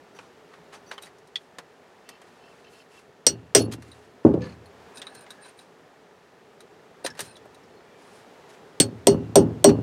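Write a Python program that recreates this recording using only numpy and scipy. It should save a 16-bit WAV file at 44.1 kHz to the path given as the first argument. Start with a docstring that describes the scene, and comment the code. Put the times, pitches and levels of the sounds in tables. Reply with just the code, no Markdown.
"""Outdoors on a wooden deck, a hammer taps a small chisel against a steel sleeve lying on a rag.
Each blow makes hammer and chisel ring as fading tones, with a crack and a tail of noise; boards thud and rattle.
Parts clink (clicks and tones), rub or ring roughly (noise through resonances); cloth, skin and a part set down
give soft hiss. Behind it are distant traffic, a wash of noise with a wavering hum, and a faint quick ticking.
A low boom spreads under the last thuds, made by raising the level of the same wash and hum."""
import sys
import numpy as np
from scipy import signal
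from scipy.fft import rfft, irfft
from scipy.io import wavfile
from scipy.ndimage import uniform_filter1d

SR = 44100
rng = np.random.default_rng(int(sys.argv[2]) if len(sys.argv) > 2 else 0)


def generate_wav(signal):
    """Clip the signal to [-1, 1] and save it as 16-bit WAV at the path in sys.argv[1]."""
    frames = np.transpose(np.atleast_2d(signal))
    scaled = np.clip(frames, -1, 1) * 32767
    pcm = np.round(scaled).astype(np.int16)
    wavfile.write(sys.argv[1], SR, pcm)


N = 433062  # length of the scene [samples]


def undb(db):
    """Turn decibels into a plain multiplier."""
    return 10 ** (np.asarray(db) / 20)


def unit(x):
    """Scale a sound to an average (rms) level of 1."""
    return x / np.sqrt(np.mean(x ** 2))


def band(x, hz, width_hz):
    """Two-pole resonance: favours sound near one pitch, with gain 1 at the centre."""
    return signal.lfilter(*signal.iirpeak(hz, hz / width_hz, SR), x)


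def between(size, lo_hz, hi_hz):
    """Noise of rms 1 kept between a low and a high edge."""
    edges = signal.butter(2, [lo_hz, hi_hz], "band", fs=SR, output="sos")
    return unit(signal.sosfilt(edges, rng.standard_normal(size)))


def coloured(shape, size):
    """Noise of rms 1 whose spectrum follows points of (frequency [Hz], level [dB])."""
    hz, db = np.transpose(shape)
    f = np.maximum(np.arange(size // 2 + 1) * SR / size, 1)
    gain = undb(np.interp(np.log(f), np.log(hz), db))
    return unit(irfft(rfft(rng.standard_normal(size)) * gain, size))


def walk(rate):
    """Random levels of rms 1, gliding to a new value `rate` times a second."""
    k = int(SR / rate)
    steps = np.repeat(rng.standard_normal(N // k + 1), k)
    return unit(uniform_filter1d(steps, k)[:N])


def fade(t, t60):
    """Dying away by 60 dB in t60 seconds."""
    return 1000. ** (-t / t60)


def add(out, s, x):
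    """Mix sound x into out, starting at s seconds."""
    i = int(s * SR)
    out[i:i + len(x)] += x[:max(N - i, 0)]


def background():
    """Distant traffic, a wash of noise with a wavering hum, and a low boom spreading under the last thuds."""
    # level and treble of the background; its last rise is the low boom:
    # (time [s], level [dB], level of its treble [dB])
    levels = [(0, -56.5, 5.5), (.9, -57, 7), (1.3, -60.5, 7.5), (2, -59, 7.5), (2.4, -60, 9),
              (3.1, -58, 4.5), (4.6, -57, 6), (4.9, -55, 8), (5.5, -57.5, 6.5), (6.101, -59, 6.5),
              (6.6, -57, 5), (7.3, -55.5, 5.5), (7.8, -55, 4.5), (8.3, -56.5, 8.5), (8.75, -54.5, 5.5),
              (9.82, -45.5, -2)]
    # spectrum of the wash: (frequency [Hz], relative level [dB])
    air = [(18, -49.5), (30, -18.5), (138, -6.5), (170, -2), (215, -5.5), (266, -2.5), (311, -7.5),
           (404, 0.5), (540, -7), (801, -9.5), (1100, -15.5), (1220, -15), (6900, -32.5), (16000, -47.5)]
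    hum_hz, hum_width_hz, hum_db, hum_waver_db = 424, 24, -9, 4
    s, db, bright_db = np.transpose(levels)
    t = np.arange(N) / SR
    wash = coloured(air, N)
    dull = signal.sosfilt(signal.butter(2, 900, fs=SR, output="sos"), wash)
    treble = undb(np.interp(t, s, bright_db)) * (wash - dull)
    hum = unit(band(rng.standard_normal(N), hum_hz, hum_width_hz))
    hum = undb(hum_db + hum_waver_db * walk(18)) * hum
    mix = dull * undb(2.1 * walk(42)) + hum + treble
    return undb(np.interp(t, s, db)) * mix


def ticking():
    """A faint quick ticking: pulses of uneven, throbbing strength excite one resonance."""
    rate_hz, throb_hz, tick_hz, tick_db = 73, 26.2, 1790, -70.5
    pulses = np.zeros(N)
    at = np.arange(0, N, SR / rate_hz).astype(int)
    throb = 1 + 1.4 * np.cos(2 * np.pi * throb_hz * at / SR)
    pulses[at] = throb * undb(2 * rng.standard_normal(len(at)))
    return undb(tick_db) * unit(band(band(pulses, tick_hz, 250), tick_hz, 250))


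def rustles_and_scuff():
    """Swells of broad hiss that flutter quickly: cloth, skin, and the scuff of a part set down."""
    # (start [s], length [s], level before flutter and swell [dB], treble tilt [dB per octave])
    hisses = [(0.137, 0.19, -56, -7), (0.505, 0.11, -55, -9.5), (0.718, 0.085, -47, -7),
              (0.902, 0.084, -46, -9), (1.009, 0.11, -54, -3.5), (1.36, 0.17, -67, -4),
              (2.172, 0.37, -62.5, -6.5), (2.42, 0.38, -61, -6.5), (2.674, 0.24, -62.5, -2),
              (2.881, .25, -59, -5), (3.709, 0.065, -46, -4), (3.78, 0.43, -60, -5),
              (4.231, 0.11, -49.5, -9), (4.397, 0.22, -52, -8.5), (4.701, 0.96, -61.5, -13.5),
              (5.274, 0.17, -62, -5), (5.432, 0.12, -53, -6), (5.556, 0.16, -64, -3.5),
              (7.046, 0.075, -44, -9), (7.165, 0.07, -48.5, -5.5), (7.209, 0.11, -49.5, -2),
              (7.947, 0.34, -61.5, -5), (8.104, 0.18, -59, -4), (8.474, .15, -57.5, -4.5)]
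    swell_share = 0.21  # part of a hiss spent growing
    out = np.zeros(N)
    for start, length_s, db, tilt_db in hisses:
        size = int(length_s * SR) // 2 * 2
        ramp = np.interp(np.arange(size) / size, [0, swell_share, 1], [0, 1, 0])
        swell = np.sin(np.pi / 2 * ramp) ** 2
        shape = [(250, -21), (1000, -2.5), (10000, np.log2(10) * tilt_db), (16000, 4 * tilt_db - 18)]
        add(out, start, undb(db) * swell * coloured(shape, size))
    flutter = undb(1.63 * walk(90))
    return flutter * out


def rubs_and_rough_rings():
    """Rubs, and rough short rings of hammer and sleeve: gritty noise excites the resonances of a part."""
    # (start [s], end of the gritty noise [s], level [dB], part)
    rough_sounds = [(0.143, 0.17, -66, "shaft"), (0.212, 0.283, -77, "shaft"), (0.75, 0.753, -63, "shaft"),
                    (0.846, 0.96, -61.5, "shaft"), (1.027, 1.057, -62, "chisel"),
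                    (2.038, 2.18, -62.5, "hammer"), (2.373, 2.545, -65.5, "hammer"),
                    (2.638, 2.69, -63, "hammer"), (2.717, 2.84, -62, "hammer"),
                    (2.906, 3.008, -63, "hammer"), (3.588, 3.629, -41, "sleeve"),
                    (3.632, 3.66, -55, "sleeve"), (4.411, 4.468, -49.5, "claw"),
                    (4.447, 4.542, -59, "claw"), (4.936, 5.01, -54, "chisel"),
                    (5.031, 5.145, -66.5, "chisel"), (5.122, 5.26, -58.5, "chisel"),
                    (5.315, 5.327, -66, "chisel"), (5.403, 5.509, -57.5, "chisel"),
                    (5.56, 5.629, -64, "chisel"), (7.039, 7.075, -40.5, "chisel"),
                    (7.144, 7.203, -71, "chisel"), (7.199, 7.359, -58, "chisel"),
                    (7.68, 7.82, -74.5, "collar"), (7.21, 7.337, -67, "collar"), (5.08, 5.2, -66, "collar"),
                    (7.862, 8.007, -71.5, "washer"), (7.982, 8.26, -74, "chisel"),
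                    (7.056, 7.133, -51, "nut"), (7.188, 7.229, -49.5, "nut"), (4.851, 5.514, -61.5, "nut"),
                    (4.36, 4.497, -41.5, "handle")]
    # resonances of each part: (frequency [Hz], width [Hz], relative level [dB])
    parts = {"chisel": [(1546, 48, 4), (2575, 120, 3), (4040, 45, 3.5), (4600, 900, 0.5), (5040, 48, -3),
             (9010, 210, 10), (9900, 2200, -13.5), (11500, 100, -31)], "shaft": [(4600, 47, 3),
             (5820, 20, 5), (6170, 23, 2), (10400, 70, -9), (14500, 50, -14)], "hammer": [(1750, 90, -21),
             (2694, 57, 0), (3060, 55, -5), (4330, 350, -7.5), (5160, 92, -11)], "sleeve": [(4385, 50, 0),
             (5300, 60, -15), (10050, 80, -4), (13400, 80, -25)], "collar": [(4270, 60, 0.5),
             (5360, 69, -8)], "nut": [(1684, 76, 2)], "washer": [(2360, 27, 0)], "handle": [(188, 24, -2),
             (501, 9.2, 0)], "claw": [(1180, 37, 8), (1730, 23, 10.5), (2450, 280, 11.5), (4310, 160, 10),
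             (4600, 140, 5), (4980, 70, -4.5), (6350, 120, 0.5)]}
    out = np.zeros(N)
    for start, end, db, part in rough_sounds:
        size = int((end - start) * SR)
        unevenness = np.repeat(rng.standard_normal(size // 300 + 1), 300)
        unevenness = uniform_filter1d(unevenness, 100)[:size]
        grit = rng.standard_normal(size) * undb(4.0 * unevenness) * signal.windows.tukey(size, .4)
        grit = np.pad(grit, (0, 2000))  # time to ring out
        ring = 0
        for hz, width_hz, mode_db in parts[part]:
            mode = band(band(grit, hz, width_hz), hz, 6 * width_hz)
            ring = ring + undb(mode_db) * mode / np.sqrt(width_hz)
        add(out, start, undb(db) * unit(ring))
    return out


def clinks():
    """Parts clink when handled, or when the hammer bounces after the last blow: a click and a rough ring."""
    # (time [s], click level [dB], click centre [octaves over 1 kHz], fall away from it [dB per octave],
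    #  ring [Hz], ring level [dB])
    contacts = [(0.1888, -38, 0, 7.5, 2450, -46), (0.538, -42, 0, 9, 1900, -63),
                (0.9134, -25.5, .5, 10, 1725, -35.5), (0.9797, -37, 0, 6, 3080, -43.5),
                (1.023, -39.5, 3.5, 10, 3830, -50), (1.033, -49, 1, 2, 3830, -44),
                (1.069, -45, 0.2, 7, 2000, -48), (1.184, -56, 2.5, 8, 1760, -67),
                (1.2729, -57, 2.8, 4, 3870, -68), (1.3566, -29.5, 1.8, 14, 3386, -27.5),
                (1.5848, -29, -1.5, 3.5, 1740, -43.5), (2.09, -42.5, 2.5, 0.5, 1940, -47),
                (2.2161, -48, 0.2, 3.5, 3200, -60), (2.643, -73, 7, -1, 2640, -52),
                (3.7229, -35, 2, 5, 4150, -43), (3.735, -41, 4, 0, 3270, -51),
                (3.8223, -43.5, -2.5, 1.5, 2070, -55), (3.9165, -58, 6, 2, 3910, -42.5),
                (4.338, -40.5, 0.46, 8, 1750, -61), (4.407, -50, 1, 10, 2470, -50),
                (4.6582, -55, 3.5, 12, 4220, -52), (4.957, -47, 3, 12, 3780, -59),
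                (4.972, -44, 2.5, 6, 3810, -46), (4.9798, -41, 3, 13, 3740, -47),
                (5.017, -30.5, 1.5, 11.5, 3660, -38), (5.0684, -39, 0, 6.5, 3890, -34),
                (5.149, -43, 3.5, 4, 1700, -58), (5.209, -48, 4, 5, 4040, -55),
                (5.264, -43.5, .5, 10, 2070, -48), (5.3052, -45, 1.9, 0, 3810, -39),
                (5.441, -57.5, 7, 3, 3900, -49), (5.5904, -54, 1.7, 1, 3920, -45.5),
                (6.605, -47.5, -3.5, 0.5, 3900, -48), (7.0481, -32, 2, 5.5, 3835, -41.5),
                (7.0628, -25.5, 1.7, 3.5, 1800, -30), (7.1023, -40.5, 2, 13, 5320, -42.5),
                (7.151, -47, .3, 5, 1860, -55), (7.192, -29.5, -3.2, -0.5, 3760, -33),
                (7.205, -25.5, 3, 5, 1860, -37), (7.3563, -55, -2, 9, 3890, -46),
                (7.3668, -49, 2.2, 7, 3460, -55), (7.455, -57.5, 4, 5, 1810, -62),
                (7.5457, -57, 0, 0, 3870, -56), (7.635, -66, 2.4, 8, 5400, -61),
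                (7.8044, -45.5, -1, 11, 2210, -69), (9.691, -24.5, 0.5, 5.5, 2490, -35)]
    # bands of noise in a click: (low edge [Hz], high edge [Hz], relative level [dB])
    click_bands = [(463, 1590, -1), (1480, 4050, -3.5), (3950, 7060, -2.5), (8200, 10000, -3.5),
                   (11700, 13300, -10.5)]
    # partials of a ring: (multiple of its pitch, relative level [dB])
    rod_partials = [(1, -0.5), (2.33, -11)]
    sleeve_partials = [(.58, -9.5), (.74, -9.5), (1, 4.5), (1.3, -9.5), (1.6, -17)]
    click_t60_s, rise_s = 0.066, 0.00018
    roughness, ring_t60_share, partial_top_hz = .7, .9, 10000
    out, t = np.zeros(N), np.arange(SR // 4) / SR
    for s, click_db, centre, fall_db, ring_hz, ring_db in contacts:
        click = 0
        for lo, hi, db in click_bands:
            octaves = np.log2(np.sqrt(lo * hi) / 1000)
            gain = undb(click_db + db - abs(fall_db * (octaves - centre)))
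            dying = fade(t, click_t60_s * (lo / 1500) ** -.12)  # treble dies first
            click = click + gain * between(len(t), lo, hi) * dying
        # the sleeve rings in a range of its own
        partials = sleeve_partials if 3000 < ring_hz < 3650 else rod_partials
        ring = np.zeros(len(t))
        for k, db in partials:
            hz = k * ring_hz
            if hz < partial_top_hz:
                tone = np.sin(2 * np.pi * hz * t)
                rough = roughness * between(len(t), hz - 200, hz + 200)
                ring += undb(ring_db + db) * (tone + rough)
        sound = click + ring * fade(t, ring_t60_share * click_t60_s)
        add(out, s, sound * np.minimum(t / rise_s, 1))
    return out


def blows():
    """Hammer on chisel: ringing steel roughened by chatter, a brief crack and a scattered tail of noise."""
    # (time [s], levels of the six lower groups of steel tones from low to high [dB] x 6,
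    #  tail level [dB], damping by the grip [times faster fading])
    strikes = [(3.266, -28.5, -15.5, -14, -2.5, -8, -15, -37, 1.39),
               (3.549, -25.5, -24, -11.5, -10, -12, -10, -27, 1.14),
               (8.8003, -54, -13.5, -37, -25, -3, -4.5, -32.5, 1.46),
               (9.0696, -26.5, -21.5, -28, -17.5, -31, -14.5, -39.5, 1.11),
               (9.3558, -29, -26, -42, -16, -37, -10, -37, 1.18),
               (9.6425, -25.5, -16.5, -30, -11, -13, -21, -38.5, 1.03)]
    # hammer and chisel, in seven groups of tones; each blow mixes the lower six its own way:
    # (frequency [Hz], relative level [dB], time to fade by 60 dB before the grip damps it [s])
    steel = [
        [(2000, -5.5, .1), (2750, -21, 2.1), (2850, -2, 0.13), (2930, -8, 0.39), (3472, -9, .1),
         (3740, -15, 0.076)],
        [(4385, 0, .2), (4620, -11, .13)],
        [(5040, 0, .12), (5140, -2, .11), (5400, -6, .12)],
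        [(5712, 0, .125), (5922, -10, .14), (6390, -16, .1), (6480, -19, .11)],
        [(7330, -14, .12), (7700, -18, .1), (8188, 0, .11)],
        [(8575, 0, .12)],
        [(9900, -5.5, .08), (10200, -7, 0.072), (11600, -3, 0.066), (13000, -6, .06), (14200, -15, .05)],
    ]
    # spectrum of the crack: (frequency [Hz], relative level [dB])
    crack_shape = [(470, -31.5), (800, -9), (1520, -25.5), (3220, -6.5), (5580, -11.5), (6740, -11.5),
                   (8440, 2), (11600, -24.5), (13300, -11.5), (16000, -46)]
    # scattered tail: (centre of band [Hz], relative level [dB], time to fade by 60 dB before the grip [s])
    scatter = [(1460, -3, .3), (2000, 7.5, 0.12), (3000, 2.5, 0.32), (4003, 1, 0.16), (5626, 11.5, 0.2),
               (8000, -6, 0.22), (10590, -9, 0.45), (13500, -11, .2)]
    chatter_share, chatter_width_hz, top_group_db = .33, 123.1, -32.5
    crack_db, crack_t60_s, rise_s = -3.5, .019, .0007
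    choke_s, free_share, choked_share = .08, .19, 0.51  # choke_s is shortened by the grip
    out, t = np.zeros(N), np.arange(SR // 2) / SR
    for s, *group_db, tail_db, grip in strikes:
        ring = 0
        for modes, share_db in zip(steel, [*group_db, top_group_db]):
            for hz, db, t60 in modes:
                tone = np.sin(2 * np.pi * (hz * t + rng.random()))
                chatter = unit(band(rng.standard_normal(len(t)), hz, chatter_width_hz))
                rough_tone = tone + chatter_share * chatter
                ring = ring + undb(db + share_db) * fade(t, t60 / grip) * rough_tone
        crack = undb(crack_db) * coloured(crack_shape, len(t)) * fade(t, crack_t60_s)
        tail = 0
        for hz, db, t60 in scatter:
            hiss = between(len(t), hz / 1.2, hz * 1.2)
            tail = tail + undb(db + tail_db) * fade(t, t60 / grip) * hiss
        # the fingers close on the chisel again and choke the tail and most of the ring
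        choke = np.exp(-(t * grip / choke_s) ** 2)
        sound = crack + (free_share + choked_share * choke) * ring + choke * tail
        add(out, s, sound * np.minimum(t / rise_s, 1))
    return out


def rattle(t):
    """Loose boards knock on after a thud: uneven dull pulses, peak near 1, that die away."""
    gap_s, hz, width_hz, t60_s = .021, 258, 190, 0.579
    gap, size = rng.standard_normal((40, 2)).T
    times_s = np.cumsum(gap_s * np.exp(.35 * gap))
    pulses = np.zeros(len(t))
    pulses[(times_s * SR).astype(int) % len(t)] = undb(4.5 * size)
    knocks = band(band(pulses, hz, width_hz), hz, width_hz)
    return knocks * SR / (np.pi * width_hz) * fade(t, t60_s)


def thuds():
    """Thuds into the boards: a hollow knock, then a rumble of board tones, bass building last, and a rattle."""
    # (time [s], knock level [dB], knock pitch [Hz], boards level [dB], extra bass of the boards [dB])
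    hits = [(3.266, -10, 502, -39, 0), (3.549, -0.5, 434, -23.5, -4.5), (3.603, -11.5, 384, -45, -2),
            (4.249, 5, 319.6, -24, -2), (4.263, 2, 243.5, -29, -1.5), (4.308, -9, 189, -47, -4),
            (4.34, -4, 325, -36, -7), (4.373, -18, 443, -49.5, 2), (7.046, -16.5, 542, -55.5, 3.5),
            (7.191, -29.5, 614, -56, 1.5), (7.454, -34.5, 600, -64.5, 1.5), (8.802, -1.5, 295, -32.5, -2.5),
            (9.069, 1, 541.6, -20, -4.5), (9.356, 1, 579, -17.5, -3), (9.644, 3.5, 572.5, -17, -3)]
    # tones of the boards: (frequency [Hz], width of its shake [Hz], relative level [dB],
    #  time to fade by 60 dB [s])
    deck = [(81, 28, -11.5, 1.0), (112.8, 12, -1.5, 0.79), (161.7, 160, 2, 0.56), (188.9, 64, -12.5, 0.7),
            (244.3, 58, 0.5, 0.41), (281, 110, -4, 0.41), (319.3, 12, -1, 0.3), (400.2, 18, 7.5, 0.28),
            (490, 50, -7.5, 0.33), (556, 54, -0.5, 0.23), (639.6, 220, 7, 0.09), (838, 100, -10, 0.24),
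            (1084, 410, -18, 0.27)]
    # tones in a knock: (multiple of its pitch, share)
    knock_shape = [(0.549, 0.45), (0.749, 0.37), (1, 0.99), (1.25, .6), (1.748, .25), (2.4, 0.057)]
    knock_t60_s, knock_rise_s = 0.04, .0017
    bass_hz, rattle_db = 200, 9.5  # bass lies below bass_hz; the rattle is relative to the boards
    out, t = np.zeros(N), np.arange(3 * SR // 2) / SR
    dull = signal.butter(4, [68, 1600], "band", fs=SR, output="sos")
    for s, knock_db, knock_hz, boards_db, bass_db in hits:
        rise = (1 - np.exp(-t / knock_rise_s)) ** 2
        knock = 0
        for k, share in knock_shape:
            knock = knock + share * np.sin(2 * np.pi * (k * knock_hz * t + rng.random()))
        knock = undb(knock_db) * rise * fade(t, knock_t60_s) * knock
        rumble = 0
        for hz, width_hz, db, t60 in deck:
            tone = np.sin(2 * np.pi * (hz * t + rng.random()))
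            shake = band(rng.standard_normal(len(t)), hz, width_hz)
            shake = unit(band(shake, hz, 2 * width_hz))
            builds = 1 - np.exp(-t / (0.0035 + 1.7 / hz))
            gain = undb(db + (bass_db if hz < bass_hz else 0))
            rumble = rumble + gain * builds * fade(t, t60) * (tone + 0.95 * shake)
        boards = undb(boards_db) * (rumble + undb(rattle_db) * rattle(t))
        add(out, s, signal.sosfilt(dull, knock + boards))
    return out


def scene():
    """All the sounds added together, as one channel."""
    steady = background() + ticking()
    small_sounds = rustles_and_scuff() + rubs_and_rough_rings() + clinks()
    hammering = blows() + thuds()
    return (steady + small_sounds + hammering)[None]


def record(dry):
    """The microphone drops the deep bass, rounds the loudest peaks and cuts the top."""
    top_hz = 16250
    x = signal.sosfilt(signal.butter(3, 55, "high", fs=SR, output="sos"), dry)
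    x = x / (1 + np.abs(x) ** 4) ** .25
    return signal.sosfilt(signal.ellip(14, .2, 120, top_hz, fs=SR, output="sos"), x)


dry = scene()
out = record(dry)
generate_wav(out)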